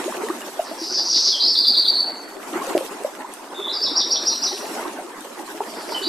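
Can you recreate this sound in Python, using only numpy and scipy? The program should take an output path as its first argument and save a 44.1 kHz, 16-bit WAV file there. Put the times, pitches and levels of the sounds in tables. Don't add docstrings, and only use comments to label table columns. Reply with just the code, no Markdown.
import sys
import numpy as np
from scipy import signal
from scipy.io import wavfile
from scipy.ndimage import uniform_filter1d

SR = 44100
rng = np.random.default_rng(int(sys.argv[2]) if len(sys.argv) > 2 else 0)


def put_to_file(sound):
    columns = np.atleast_2d(sound).T
    safe = np.clip(columns, -1, 1)
    whole_steps = np.round(safe * 32767)
    wavfile.write(sys.argv[1], SR, whole_steps.astype(np.int16))


N = 268128

# t/s, length/s, f/Hz, level/dB
RASP_NOTES = [(0.64, 0.064, 4620, -26), (0.776, 0.078, 4770, -17.5), (0.848, 0.068, 4900, -19),
              (0.914, 0.1, 4834, -9), (1.047, 0.145, 4780, -6.5), (1.197, 0.12, 4825, -7),
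              (5.66, 0.17, 4660, -31.5), (5.872, 0.077, 4700, -21.5)]
# t/s, length/s, first f/Hz, last f/Hz, warble depth/Hz, swell/s, level/dB
WHISTLE_NOTES = [(1.315, 0.042, 3520, 3090, 59, 0.005, -9), (1.396, 0.12, 4370, 4886, 445, 0.0027, -4),
                 (3.541, 0.066, 3666, 3540, 114, .004, -26), (3.613, 0.06, 3566, 3620, 140, 0.0031, -18),
                 (3.667, 0.054, 3503, 4090, 290, 0.0044, -14), (3.722, 0.0524, 5090, 4720, 240, .014, -13),
                 (5.939, 0.027, 3085, 2930, 11, 0.0062, -9.5), (6.011, 0.11, 4070, 4740, 490, 0.033, -11)]
# t/s of the dip, upper f/Hz, depth factor, level/dB
DIP_NOTES = [(1.557, 4840, 0.86, -5.5), (1.652, 4816, 0.93, -5.5), (1.751, 4670, 0.87, -5.2),
             (1.853, 4634, 0.88, -6), (1.958, 4595, 0.38, -9)]
# t/s of the top, top f/Hz, depth factor, level/dB
ARCH_NOTES = [(3.84, 5460, 0.98, -4.5), (3.981, 5635, 0.98, -3.5), (4.129, 5686, 1.08, -4.5),
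              (4.282, 5756, 0.92, -5), (4.445, 5850, 0.95, -7)]
# t/s, f/Hz, rise/(octaves/s), swell/s, level/dB
FISH_PLOPS = [(0.056, 311, 19, 0.0044, -16), (.075, 525, 21, 0.0074, -18.5),
              (0.123, 1130, -19, 0.0018, -22), (.165, 350, 1.5, 0.0048, -23),
              (0.232, 378, 12.5, 0.0053, -16), (0.297, 322, 10.5, 0.0056, -12),
              (0.299, 1030, 32, 0.0038, -19.5), (0.309, 1380, 14, 0.0029, -31),
              (.592, 688, -8.5, 0.0049, -10.5), (.712, 603, 12.5, 0.0028, -25),
              (0.813, 314, 4, 0.0056, -18.5), (0.913, 353, 3, 0.003, -25.5), (2.524, 353, -19, 0.0059, -19),
              (2.553, 331, 9, .005, -12), (2.614, 1020, 9.5, 0.007, -18.5), (2.67, 477, 13.5, .005, -22.5),
              (2.697, 763, 5.5, .005, -31), (2.75, 391, -19, 0.0013, -3), (2.752, 613, 11, 0.0023, -9.5),
              (2.767, 606, -12, 0.0018, -11.5), (2.769, 354, -3.5, 0.0028, -14),
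              (2.806, 502, 5.5, 0.0038, -19), (3.046, 541, 20, 0.0029, -11), (3.245, 880, 24, 0.0025, -26),
              (3.589, 390, 3, 0.0069, -20), (4.512, 827, -2, 0.0041, -26), (4.523, 356, 7, 0.0076, -23),
              (4.628, 525, 18.5, 0.00082, -27.5), (4.762, 750, 17.5, 0.0044, -27),
              (4.793, 445, -9, 0.0019, -26), (4.851, 977, 24, 0.0059, -25), (4.982, 592, 22.5, 0.0092, -26),
              (5.392, 745, 20.5, 0.0044, -27), (5.604, 388, 7, 0.0064, -20), (5.605, 754, 56, 0.00042, -13),
              (5.92, 934, 1, 0.0032, -20.5)]
# t/s, f/Hz, t60/s, level/dB
SPRAY_TICKS = [(0.168, 2680, 0.013, -24.5), (0.286, 1850, 0.022, -21.5), (0.417, 2840, 0.027, -27),
               (2.103, 4500, 0.0045, -26), (2.668, 6500, 0.0088, -26), (2.779, 2610, 0.0016, -5.5),
               (3.036, 8600, .008, -26), (3.338, 9120, 0.014, -25), (4.361, 3080, .008, -25),
               (4.578, 2800, 0.018, -28), (5.208, 8800, 0.0061, -25.5), (5.893, 2400, .006, -24)]
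# t/s, gurgle level/dB, fizz level/dB
WATER_FLOW = [(0.0, -32, -42), (0.2, -33, -48.5), (0.51, -37.5, -47.5), (0.85, -38.5, -51),
              (1.4, -40.5, -52.5), (1.88, -38.5, -51), (2.13, -38, -57), (2.35, -41, -53), (2.49, -33, -49),
              (2.71, -31, -44), (2.86, -35, -47.5), (3.28, -40, -54.5), (4.11, -35, -53.5),
              (4.38, -38, -48), (4.81, -31, -45.5), (5.06, -39, -54), (5.81, -35.5, -47.5),
              (6.08, -31.5, -45)]
# f/Hz, level/dB
GURGLE_SPECTRUM = [(20, -15), (40, -49), (80, -26), (120, -60), (170, -23), (240, -1), (350, 1), (480, -6),
                   (620, -3.5), (900, -1.5), (1300, -6.5), (2000, -10.5), (2900, -20.5), (4200, -46)]
# f/Hz, level/dB
FIZZ_SPECTRUM = [(1200, -67), (2500, 9), (4000, 7.5), (6500, 7), (8500, 8), (10000, 4.5), (12500, 4),
                 (14000, -5), (15500, -44)]
# f/Hz, correlation
WATER_COHERENCE = [(30, .1), (90, .4), (160, 0.71), (300, 1), (600, 0.93), (1100, 0.82), (2000, 0.043),
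                   (4000, 0.0075), (8000, 0.21), (14000, 0.049)]

BAND_LIMIT_HZ = 15000
WARBLES_PER_S = 72
LN_1000 = np.log(1000)


def bird():
    song = trill(DIP_NOTES, dip(), jitter_top=0.0056, jitter_per_octave=0.095, swell_s=0.0036,
                 second_db=-24.5, third_db=-36)
    song += trill(ARCH_NOTES, arch(), jitter_top=0.0052, jitter_per_octave=0.153, swell_s=0.02,
                  second_db=-40, third_db=-52)
    for s, *note in RASP_NOTES:
        add(song, s, rasp(*note))
    for s, *note in WHISTLE_NOTES:
        add(song, s, whistle(*note))
    return song + undertone(song)


def syrinx(hz, jitter, second_db=-36, third_db=-40, sheen_hz=8870, sheen_width_hz=170):
    wobble = unit_power(uniform_filter1d(drift(len(hz), 90), size=40))
    phase = 2 * np.pi * np.cumsum(hz * (1 + jitter * wobble)) / SR
    sheen = 1 / (1 + ((2 * hz - sheen_hz) / sheen_width_hz) ** 2)
    third = gain_of(third_db) * np.sin(3 * phase) * (3 * hz < BAND_LIMIT_HZ)
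    return np.sin(phase) + gain_of(second_db) * sheen * np.sin(2 * phase) + third


def trill(notes, gesture, jitter_top, jitter_per_octave, swell_s, second_db, third_db):
    out = np.zeros(N)
    times, octaves, gesture_db = gesture
    t = np.arange(times.min(), times.max(), 1 / SR)
    bend, effort_db = np.interp(t, times, octaves), np.interp(t, times, gesture_db)
    envelope = np.minimum((t - t[0]) / swell_s, 1) * signal.windows.tukey(len(t), 0.11)
    jitter = jitter_top + jitter_per_octave * np.clip(-bend, 0, 0.3)
    for s, hz, depth, db in notes:
        tone = syrinx(hz * 2 ** (depth * bend), jitter, second_db, third_db)
        add(out, s + t[0], gain_of(db + effort_db) * tone * envelope)
    return out


def dip(depth_octaves=0.35, width_s=0.013, warble_octaves=0.077, crest_s=0.032, db_per_octave=18):
    t = np.linspace(-0.021, 0.041, num=200)
    sink = -depth_octaves * np.exp(-(t / width_s) ** 2)
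    swing = 2 * np.pi * WARBLES_PER_S * (t - crest_s)
    octaves = sink + warble_octaves * (np.cos(swing) - 0.6)
    throb_db = np.sin(swing) - 1
    return t, octaves, db_per_octave * sink + throb_db


def arch(climb_octaves=0.47, fall_octaves=0.61, squareness=2.73, top_db=-6, db_per_octave=10.5):
    t = np.linspace(-0.037, 0.043, num=60)
    depth = np.where(t < 0, climb_octaves, fall_octaves)
    halfway_s = np.where(t < 0, 0.018, 0.012)
    octaves = -depth * (1 - 1 / (1 + abs(t / halfway_s) ** squareness))
    return t, octaves, top_db + db_per_octave * octaves


def rasp(length_s, hz, db, chirps_per_s=135, duty=0.7, sag_hz=472.4, swell_db=8, shimmer_db=2.5):
    count = int(length_s * SR)
    pace, push = drift(count, 300), drift(count, 300)
    cycles = np.cumsum(chirps_per_s * (1 + 0.32 * pace)) / SR
    progress = np.minimum(cycles % 1 / duty, 1)
    slack = 1 - np.exp(-((np.linspace(0, 1, count) - 0.7) / 0.37) ** 2)
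    sweep_hz = 2752 + 22 * db
    pitch = hz + sag_hz * slack + sweep_hz * (0.5 - progress)
    level = gain_of(db - swell_db * slack + shimmer_db * push) * np.sin(np.pi * progress)
    return level * syrinx(pitch, jitter=0.0292) * signal.windows.tukey(count, 0.066)


def whistle(length_s, first_hz, last_hz, warble_hz, swell_s, db, throb_db=3):
    t = np.arange(int(length_s * SR)) / SR
    swing = 2 * np.pi * np.cumsum(WARBLES_PER_S * (1 + 0.199 * drift(len(t), 300))) / SR
    hz = np.linspace(first_hz, last_hz, len(t)) + warble_hz * np.cos(swing)
    level = gain_of(db + throb_db * (np.sin(swing) - 2)) * np.minimum(t / swell_s, 1)
    tone = syrinx(hz, jitter=0.0081 + 0.19 * warble_hz / first_hz)
    return level * tone * signal.windows.tukey(len(t), 0.056)


def undertone(song, hz=3300, db=-33):
    effort = np.sqrt(abs(uniform_filter1d(song ** 2, size=4000)))
    return gain_of(db) * effort * syrinx(np.full(N, hz), jitter=0.0243)


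def fish(plop_db=1, hiss_db=-7, ring_cycles=11.7, ring_halves_db=12.5):
    out = np.zeros(N)
    for s, hz, rise, swell_s, db in FISH_PLOPS:
        cycles = ring_cycles * 2 ** (-db / ring_halves_db)
        add(out, s, gain_of(db + plop_db) * bubble(hz, rise, cycles / hz, swell_s))
    for s, hz, t60, db in SPRAY_TICKS:
        t = np.arange(int(t60 * SR)) / SR
        crack = np.sin(2 * np.pi * hz * t) + gain_of(hiss_db) * rng.standard_normal(len(t))
        add(out, s, gain_of(db) * crack * np.exp(-LN_1000 * t / t60))
    return out


def bubble(hz, rise, t60, swell_s):
    t = np.arange(int((swell_s + t60) * SR)) / SR
    phase = 2 * np.pi * np.cumsum(hz * 2 ** np.minimum(rise * t, 2)) / SR
    decay = np.exp(-LN_1000 * np.maximum(t - swell_s, 0) / t60)
    return np.sin(phase) * np.minimum(t / swell_s, 1) * decay


def trickle():
    bubbles = band(drops(289.6, 1960, per_s=130, cycles=44, spread_db=2.5, rise=7.9), 200, 6800)
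    droplets = drops(2310, 14200, per_s=350, cycles=2.7, spread_db=4, rise=5)
    gurgle = gain_of(1) * wash(GURGLE_SPECTRUM, patchy_db=3, flicker_db=2) + gain_of(-4) * bubbles
    fizz = gain_of(8) * wash(FIZZ_SPECTRUM, patchy_db=3.5, flicker_db=1.58) + gain_of(-2) * droplets
    times, gurgle_db, fizz_db = np.transpose(WATER_FLOW)
    t = np.arange(N) / SR
    return gurgle * gain_of(np.interp(t, times, gurgle_db)) + fizz * gain_of(np.interp(t, times, fizz_db))


def drops(lo_hz, hi_hz, per_s, cycles, spread_db, rise, sizes=24):
    out = np.zeros((2, N))
    for hz in np.geomspace(lo_hz, hi_hz, sizes):
        when, chance, pan = rng.random((int(per_s * N / SR / sizes), 3)).T
        strength = gain_of(spread_db * np.minimum(-np.log(chance + 1e-9), 4)) * np.sqrt(lo_hz / hz)
        ring = bubble(hz * rng.uniform(0.95, 1.05), rise, cycles / hz, swell_s=1.5 / hz)
        for channel, share in zip(out, (pan, 1 - pan)):
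            for s, gain in zip(when * N / SR, strength * (0.077 + share)):
                add(channel, s, gain * ring)
    return unit_power(out)


def wash(spectrum, patchy_db, flicker_db):
    frames, hz = N // 256 + 5, np.fft.rfftfreq(1024, 1 / SR)
    noise = rng.standard_normal((frames, len(hz), 5)).T
    left, unrelated = noise[0] + 1j * noise[1], noise[2] + 1j * noise[3]
    patches = uniform_filter1d(noise[4], size=7, axis=0)
    patches = unit_power(uniform_filter1d(patches, size=6, axis=1))
    coherence = curve_at(WATER_COHERENCE, hz)[:, None]
    right = coherence * left + np.sqrt(1 - coherence ** 2) * unrelated
    level_db = curve_at(spectrum, hz)[:, None] + patchy_db * patches + flicker_db * drift(frames, 5)
    _, water = signal.istft(np.array([left, right]) * gain_of(level_db), nperseg=1024, noverlap=768)
    return unit_power(water[:, :N])


def leaves(x, longest_s, count=24):
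    taps = np.zeros(int(longest_s * SR) + 1)
    detour, sign = rng.random(count), rng.choice([-1., 1.], count)
    taps[(detour * longest_s * SR).astype(int)] = sign * np.exp(-detour)
    return signal.oaconvolve(x, taps / np.linalg.norm(taps))[:N]


def garden(x, t60, second_t60, second_decay_db, width, sway_hz=1.3, echoes_per_s=6000):
    t, out = np.arange(SR) / SR, np.zeros((2, N))
    decay = np.exp(-LN_1000 * t / t60) + gain_of(second_decay_db) * np.exp(-LN_1000 * t / second_t60)
    for k in range(3):
        signs = rng.choice([-1., 1.], (2, SR))
        echoes = signs * (rng.random((2, SR)) < echoes_per_s / SR) * decay * (t > 0.002)
        share = np.sqrt(2 / 3) * np.cos(2 * np.pi * (sway_hz * np.arange(N) / SR + k / 3))
        out += signal.fftconvolve((x * share)[None], echoes / np.linalg.norm(echoes[0]), axes=1)[:, :N]
    mid, side = out
    return np.array([mid + width * side, mid - width * side])


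def gain_of(db):
    return 10 ** (np.asarray(db) / 20)


def unit_power(x):
    return x / np.sqrt(np.mean(x ** 2) + 1e-20)


def drift(count, span):
    return unit_power(uniform_filter1d(rng.standard_normal(count), size=span))


def curve_at(points, hz):
    f, value = np.transpose(points)
    return np.interp(np.log(hz + 1), np.log(f + 1), value)


def add(mix, s, sound):
    part = mix[max(round(s * SR), 0):][:len(sound)]
    part += sound[:len(part)]


def band(x, lo_hz, hi_hz):
    return signal.sosfilt(signal.butter(2, [lo_hz, hi_hz], "band", fs=SR, output="sos"), x)


def scene(beam_hz=3950):
    song, splashes = bird(), band(fish(), 370, 14000)
    beamed = signal.sosfilt(signal.butter(6, beam_hz, "high", fs=SR, output="sos"), song)
    direct = gain_of(-3.5) * band(song, 5100, 8500)
    foliage = gain_of(-10) * leaves(song, longest_s=0.02)
    walls = gain_of(-6) * garden(song, t60=0.55, second_t60=0.34, second_decay_db=13, width=0.13)
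    far_echo = gain_of(-7) * garden(beamed, t60=0.56, second_t60=0.71, second_decay_db=13, width=0.1)
    pond_echo = garden(splashes, t60=0.32, second_t60=0.17, second_decay_db=18, width=0.43)
    water = trickle() * gain_of([[-0.3], [0.3]])
    return direct + foliage + walls + far_echo + splashes + gain_of(-9.5) * pond_echo + water


def record(dry, ceiling=0.62):
    rounded = dry / (1 + abs(dry / ceiling) ** 5) ** (1 / 5)
    low_pass = signal.firwin(161, BAND_LIMIT_HZ, window=("kaiser", 9), fs=SR)
    return signal.oaconvolve(rounded, low_pass[None], "same")


dry = scene()
out = record(dry)
put_to_file(out)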